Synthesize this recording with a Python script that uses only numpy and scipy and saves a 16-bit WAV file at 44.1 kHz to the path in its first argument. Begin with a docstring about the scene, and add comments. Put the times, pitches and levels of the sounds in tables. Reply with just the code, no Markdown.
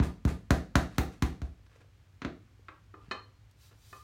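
"""Patting clay on a table

A lump of clay is patted flat by hand on a canvas-covered table in a small room: seven quick thuds,
about four a second, bend the table, pop trapped air and make the rolling pin lying there hop.
The clay is peeled up with grainy rubs and dropped back on its edge, then flat; damped wooden modes
knock as the pin is fetched, and palms hiss along it. Filtered noise makes a faint ventilation rumble."""
import sys
import numpy as np
from scipy import signal
from scipy.fft import rfft, irfft
from scipy.io import wavfile

SR = 44100
rng = np.random.default_rng(int(sys.argv[2]) if len(sys.argv) > 2 else 0)


def persist_wave(psi):
    """Save psi, clipped to +-1, as 16-bit WAV."""
    counts = np.round(np.clip(psi, -1, 1) * 32767).astype(np.int16)
    wavfile.write(sys.argv[1], SR, np.atleast_2d(counts).T)


N = 178031
TIME = np.arange(N) / SR
AGE = TIME[:SR]   # one second counted from a contact

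# Pats of the palm on the clay: start_s, weight_db, seat_s, slap_db, pop_hz, smack_top_hz
PATS = [(0.0006, -14, 0.0019, -21, 1040, 4000), (0.2517, -14, 0.002, -26.5, 1180, 12300),
        (0.5070, -13, 0.0028, -5.5, 1580, 10300), (0.7556, -14, 0.0025, -2, 1540, 9400),
        (0.9829, -17, 0.0028, -8.5, 990, 14400), (1.2234, -16, 0.0037, -12.5, 1080, 10800),
        (1.4178, -18.5, 0.018, -38.5, 1500, 8500)]
# The lump falling on its edge, then flat: start_s, flex_db, knock_db, smack_db
DROPS = [(2.219, -44.5, -29, -6), (2.2489, -33.5, -17.5, -2)]
# Modes of the table top, damped by its canvas: pitch_hz, level_db, t60_s
TABLE_MODES = [(172, -19.5, 0.043), (216.6, -9.5, 0.015), (254, -0.5, 0.024), (326.5, -14, 0.073),
               (352.2, -19, 0.21), (479, -23, .03), (554, -32.5, 0.072), (677, -14.5, 0.02)]
# Spectrum of the wet smack: frequency_hz, level_db
SMACK_COLOUR = [(150, -29), (400, 3.5), (680, 7.5), (900, 1.5), (1300, 9), (2000, 2), (3000, -4),
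                (4200, -1.5), (4900, -9), (6000, -3.5), (8000, -12), (11000, -15), (15000, -9)]
# Knocks of the rolling pin: start_s, ring_db, contact_cutoff_hz, clack_db, table_db
KNOCKS = [(2.6841, -69, 2500, -36.5, -44.5), (2.94, -46, 1196, -42, -61),
          (3.1115, -33.5, 6450, -34.5, -42.5), (3.1160, -37, 5400, -33, -35.5),
          (3.9282, -38.5, 1190, -43, -65)]
# Modes of the rolling pin, damped by the hands: pitch_hz, level_db, t60_s
PIN_MODES = [(506, -13.5, 0.054), (1046, -7.5, 0.1), (1155, 2, 0.026), (1210, 3, 0.13),
             (1370, -12.5, 0.087), (1757, -5, .05), (1930, -6, 0.032), (2420, -5.5, 0.055),
             (2530, -5.5, 0.12), (3070, -8.5, 0.06), (3810, -8, 0.048), (4222, -1, 0.087)]
# Spectrum of the dull clack of wood on the covered table: frequency_hz, level_db
CLACK_COLOUR = [(100, -26.5), (220, -4.5), (320, 2), (520, -4.5), (750, -8.5), (1000, 6), (2000, -0.5),
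                (3600, -11), (5000, -16), (7000, -14.5), (10000, -27), (16000, -30.5)]
# Soft fingertip taps: start_s, level_db, pitch_hz
TAPS = [(1.594, -52, 518), (1.76, -47, 545), (1.845, -49.5, 550), (2.594, -45.5, 377), (3.084, -34, 129)]
# Skin peeling off clay and dragging on canvas and wood: start_s, level_db, decay_s, top_hz
DRAGS = [(0.911, -61, 0.084, 7140), (1.114, -60.5, 0.026, 8900), (1.663, -62, 0.0029, 3500),
         (1.693, -68.5, 0.06, 4030), (1.758, -61, 0.0044, 4000), (1.802, -60, 0.013, 2530),
         (3.002, -67, 0.1, 2500), (3.708, -61.5, 0.016, 2520)]
# Spectrum of the drags: frequency_hz, level_db
DRAG_COLOUR = [(400, 8.5), (900, 2), (1800, 2.5), (3200, -2.5), (6000, -5.5), (9000, -9), (16000, -19.5)]
# Palms brushing and sliding along the pin: middle_s, level_db, half_length_s
SLIDES = [(3.513, -66.5, .002), (3.648, -64.5, 0.056), (3.927, -63, 0.13)]
# Spectrum of the slides: frequency_hz, level_db
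SLIDE_COLOUR = [(700, -5), (1500, -2), (2600, 1), (4000, 5.5), (7000, 2), (11000, -3.5), (15500, -4)]
# Decay of the room's diffuse tail: frequency_hz, t60_s
ROOM_T60 = [(60, 0.5), (150, 0.36), (300, 0.4), (700, 0.32), (1400, 0.31), (2500, 0.32), (6000, 0.36),
            (15000, 0.25)]
# Spectrum of that tail: frequency_hz, level_db
ROOM_COLOUR = [(40, -5.5), (80, -11), (150, -8.5), (260, 0.5), (450, 1), (700, 4), (1300, -4.5), (2500, -4),
               (6000, -7), (15000, -3.5)]
# Distinct returns from the walls: delay_s, level_db, cutoff_hz
WALLS = [(0.0405, -15, 601), (0.067, -19, 241)]
# Spectrum of the air noise: frequency_hz, level_db
AIR_COLOUR = [(25, -21.5), (55, 8.5), (130, -1), (175, -10.5), (300, -15), (600, -21), (1200, -21),
              (2300, -23), (4500, -28.5), (7000, -32.5), (10000, -39.5), (16000, -41)]

# Pats: each level is that of a slap of 0 dB; FOLLOWS is in dB per dB of slap
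POP_DB = -13.5   # follows the slap dB for dB
KNOCK_DB, KNOCK_FOLLOWS = -11, 0.56
SMACK_DB, SMACK_FOLLOWS, SMACK_LOW_HZ = 7.5, 0.68, 360
FINGERS_LAG_S, FINGERS_DB, FINGERS_HZ = 0.009, -15.5, 1850   # fingers land after the palm
# The clay spreads on the canvas after each pat; jolt() scales the level
SQUISH_LAG_S, SQUISH_DECAY_S, SQUISH_TOP_HZ, SQUISH_DB = 0.024, 0.022, 13000, -32.5
BRISK_SEAT_S = 0.0023   # seating time at which the jolt equals the weight
STRIKE_SPREAD_DB = 1.25   # standard deviation of each mode's strength between contacts
# Drops: seating time, edges of the smack, and the limit below which the soft lump wakes the table
DROP_SEAT_S, DROP_LOW_HZ, DROP_TOP_HZ, DROP_SOFT_HZ = 0.0014, 1500, 3150, 438
# Hops of the pin after each pat: jolt() scales both levels; more clack than ring
HOP_LAG_S, HOP_RING_DB, HOP_CLACK_DB, HOP_TOP_HZ = 0.022, -32, -23.5, 1500
AIR_DB, RUMBLE_HZ, RUMBLE_DB = -62, 100.3, -60.5
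CUTOFF_HZ = 16000   # top of the recorded band


def pats():
    """Impact: weight bends the table and spreads the clay; the slap knocks, pops air and smacks."""
    out = np.zeros(N)
    for start_s, weight_db, seat_s, slap_db, pop_hz, top_hz in PATS:
        add(out, start_s, table_thud(weight_db, seat_s, KNOCK_DB + KNOCK_FOLLOWS * slap_db))

        palm_pop = cut(air_pop(pop_hz, t60=0.0063), 4200, "low")
        add(out, start_s, from_db(POP_DB + slap_db) * palm_pop)
        finger_pop = cut(air_pop(FINGERS_HZ, t60=0.008), 3000, "low")
        add(out, start_s + FINGERS_LAG_S, from_db(FINGERS_DB + slap_db) * finger_pop)

        smack_gain = from_db(SMACK_DB + SMACK_FOLLOWS * slap_db)
        add(out, start_s - 0.5, smack_gain * wet_smack(SMACK_LOW_HZ, top_hz))   # snap at mid-span

        squish_gain = from_db(SQUISH_DB) * jolt(weight_db, seat_s)
        add(out, start_s + SQUISH_LAG_S, squish_gain * drag(SQUISH_DECAY_S, SQUISH_TOP_HZ))
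    return out


def drops():
    """Soft impact: the lump alone lands with a light, dull thud and a thin smack."""
    out = np.zeros(N)
    for start_s, flex_db, knock_db, smack_db in DROPS:
        thud = table_thud(flex_db, DROP_SEAT_S, knock_db)
        add(out, start_s, cut(thud, DROP_SOFT_HZ, "low"))
        add(out, start_s - 0.5, from_db(smack_db) * wet_smack(DROP_LOW_HZ, DROP_TOP_HZ))
    return out


def table_thud(flex_db, seat_s, knock_db):
    """Plate excitation: a blow bends the table top and rings its modes."""
    flex = table_flex(seat_s, rest_hz=62.8, sweep_hz=265.8, sweep_s=0.0044, decay_s=0.026, held_s=0.043)
    knock = cut(strike(TABLE_MODES), 110, "high", order=1)
    return from_db(flex_db) * flex - from_db(knock_db) * knock


def table_flex(rise_s, rest_hz, sweep_hz, sweep_s, decay_s, held_s):
    """Dispersion: short bending waves run faster, so the thud falls in pitch before it is damped."""
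    cycles = rest_hz * AGE + sweep_hz * sweep_s * (1 - np.exp(-AGE / sweep_s))
    swell = (1 - np.exp(-AGE / rise_s)) * np.exp(-AGE / decay_s)
    stop = 1 / (1 + (AGE / held_s) ** 10)   # steep damping after held_s
    return -np.sin(2 * np.pi * cycles) * swell * stop


def air_pop(hz, t60):
    """Pressure release: trapped air bursts out as a sudden step that rings for a few cycles."""
    return -np.cos(2 * np.pi * hz * AGE) * from_db(-60 * AGE / t60)


def wet_smack(low_hz, top_hz):
    """Contact bandwidth: softer contacts lose the top of the smack, smaller ones the bottom."""
    full = smack(touch_s=0.00029, close_s=0.005, snap_db=-3.5)
    return cut(cut(full, low_hz, "high", order=1), top_hz, "low")


def smack(touch_s, close_s, snap_db):
    """Adhesive contact: tiny wet contacts crowd around one sharp snap, centred on a one-second span."""
    from_snap = AGE - 0.5
    crowd = np.exp(-np.abs(from_snap) / np.where(from_snap < 0, touch_s, close_s))
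    burst = rng.standard_normal(SR) * crowd
    snap = from_db(snap_db) * (np.arange(SR) == SR // 2)
    burst = burst / np.linalg.norm(burst) - snap
    for _ in range(3):   # no pitch stands out: even out the spectrum, keeping the burst short
        spectrum = rfft(burst)
        flat = irfft(spectrum / (np.abs(spectrum) + 1e-12), SR)
        burst = flat * crowd ** (1 / 4)
    burst = burst / np.linalg.norm(burst)
    colour = from_db(at_hz(SMACK_COLOUR, np.fft.rfftfreq(SR, 1 / SR)))
    return irfft(rfft(burst) * colour, SR)


def jolt(weight_db, seat_s):
    """Impulse sharpness: the weight of a pat over the time it takes to seat."""
    return from_db(weight_db) * BRISK_SEAT_S / seat_s


def rolling_pin():
    """Coupled impact: the pin hops after each pat, then knocks on the table as it is fetched."""
    out = np.zeros(N)
    for start_s, weight_db, seat_s, *_ in PATS:
        hop = pin_contact(HOP_RING_DB, HOP_CLACK_DB, HOP_TOP_HZ)
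        add(out, start_s + HOP_LAG_S, jolt(weight_db, seat_s) * hop)
    for start_s, ring_db, contact_hz, clack_db, table_db in KNOCKS:
        table = from_db(table_db) * cut(strike(TABLE_MODES), 283, "high")
        add(out, start_s, pin_contact(ring_db, clack_db, contact_hz) + table)
    return out


def pin_contact(ring_db, clack_db, contact_hz):
    """Contact stiffness: hard contacts wake the pin's upper modes, soft ones only the lowest."""
    clack = noise(CLACK_COLOUR, size=SR) * from_db(-60 * AGE / 0.04)
    return cut(from_db(ring_db) * strike(PIN_MODES) + from_db(clack_db) * clack, contact_hz, "low")


def strike(modes):
    """Modal synthesis: all modes of a body, each excited a little differently at every contact."""
    out = 0
    for k, (hz, db, t60) in enumerate(modes):
        varied_db = db + STRIKE_SPREAD_DB * rng.standard_normal()
        out = out + (-1) ** k * from_db(varied_db) * ring(hz, t60)
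    return out


def ring(hz, t60):
    """Damped oscillation: a decaying sine whose envelope starts at 1."""
    return np.sin(2 * np.pi * hz * AGE) * from_db(-60 * AGE / t60)


def hands():
    """Touch and friction: fingertip taps, short grainy drags and the dry hiss of palms on wood."""
    out = np.zeros(N)
    for start_s, level_db, pitch_hz in TAPS:
        soft_onset = 1 - np.exp(-AGE / 0.0012)
        add(out, start_s, from_db(level_db) * ring(pitch_hz, t60=0.019) * soft_onset)
    for start_s, level_db, decay_s, top_hz in DRAGS:
        add(out, start_s, from_db(level_db) * drag(decay_s, top_hz))
    speed = 0   # the hiss swells and fades with the palms' speed
    for middle_s, level_db, half_s in SLIDES:
        speed = speed + from_db(level_db) * np.exp(-((TIME - middle_s) / half_s) ** 2)
    return out + speed * noise(SLIDE_COLOUR, size=N)


def drag(decay_s, top_hz):
    """Granular friction: a grainy rub that lets go suddenly, then eases."""
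    stroke = np.sqrt(2 * AGE / decay_s) * np.exp(0.5 - AGE / decay_s)   # peaks at 1
    grain_times = AGE[::64]
    grain_db = 3.5 * rng.standard_normal(len(grain_times))
    grain = np.interp(AGE, grain_times, from_db(grain_db))
    return stroke * grain * cut(noise(DRAG_COLOUR, size=SR), top_hz, "low", order=1)


def in_room(x, near_db, near_t60, tail_db):
    """Superposition: direct sound, scatter from things on the table, dull wall returns and the tail."""
    scatter = cut(rng.standard_normal(SR), 220, "high")
    scatter = scatter * (1 - np.exp(-AGE / 0.0019)) * from_db(-60 * AGE / near_t60)
    near = from_db(near_db) * scatter / np.linalg.norm(scatter)
    response = near + from_db(tail_db) * room_tail(build_s=0.0056)
    out = x + signal.fftconvolve(x, response)[:N]
    for delay_s, level_db, top_hz in WALLS:
        add(out, delay_s, from_db(level_db) * cut(x, top_hz, "low", order=1))
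    return out


def room_tail(build_s):
    """Diffuse reverberation: third-octave bands of noise, each dying at its own pace."""
    hz = np.fft.rfftfreq(SR, 1 / SR)
    white = rfft(rng.standard_normal(SR))
    edges = np.geomspace(30, 17000, 28)
    out = 0
    for low, high in zip(edges, edges[1:]):
        centre = np.sqrt(low * high)
        band = irfft(white * ((hz >= low) & (hz < high)), SR)
        band = band * from_db(-60 * AGE / at_hz(ROOM_T60, centre))
        band = band * (1 - np.exp(-AGE / build_s))
        to_bandwidth = np.sqrt(2 * (high - low) / SR / np.sum(band ** 2))   # energy set by bandwidth
        out = out + band * to_bandwidth * from_db(at_hz(ROOM_COLOUR, centre))
    return out


def room_tone(width_hz):
    """Stationary noise: faint air noise and a wavering low rumble of ventilation, a narrow noise band."""
    edges = [RUMBLE_HZ - width_hz, RUMBLE_HZ + width_hz]
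    band = signal.butter(2, edges, "band", fs=SR, output="sos")
    rumble = signal.sosfilt(band, rng.standard_normal(N + SR))[SR:]   # drop the filter's start-up
    return from_db(AIR_DB) * noise(AIR_COLOUR, size=N) + from_db(RUMBLE_DB) * rumble / rumble.std()


def noise(colour, size):
    """Spectral shaping: noise of a given spectrum, rms 1."""
    gain = from_db(at_hz(colour, np.fft.rfftfreq(size, 1 / SR)))
    x = irfft(rfft(rng.standard_normal(size)) * gain, size)
    return x / x.std()


def cut(x, hz, kind, order=2):
    """Linear filtering: a causal low- or high-pass."""
    sos = signal.butter(order, min(hz, SR / 2 - 100), kind, fs=SR, output="sos")
    return signal.sosfilt(sos, x + 1e-18)   # the tiny offset avoids denormal numbers


def at_hz(points, hz):
    """Logarithmic pitch scale: read a table on a log-frequency axis."""
    f, value = np.transpose(points)
    return np.interp(np.log(np.maximum(hz, 1)), np.log(f), value)


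def from_db(db):
    """Logarithmic level scale: decibels to amplitude gain."""
    return 10 ** (np.asarray(db) / 20)


def add(track, start_s, sound):
    """Superposition: mix a sound into a track at a time, trimmed to the track."""
    at = int(round(start_s * SR))
    first, last = max(at, 0), min(at + len(sound), N)
    track[first:last] += sound[first - at:last - at]


def scene():
    """Direct-to-reverberant balance: clay and hands are close; the pin, farther off, has more room."""
    clay = in_room(pats() + drops(), near_db=-10, near_t60=0.1, tail_db=-1.0)
    touches = in_room(hands(), near_db=-5, near_t60=0.051, tail_db=-14)
    pin = in_room(rolling_pin(), near_db=-5.5, near_t60=0.049, tail_db=-0.5)
    return (clay + touches + pin + room_tone(width_hz=7.7))[None]


def record(dry):
    """Band limiting: the small microphone loses the deepest bass; the top is cut."""
    thin = cut(dry, 20, "high")
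    top_cut = signal.ellip(10, 0.1, 90, CUTOFF_HZ, fs=SR, output="sos")
    return signal.sosfilt(top_cut, thin)


dry = scene()
out = record(dry)
persist_wave(out)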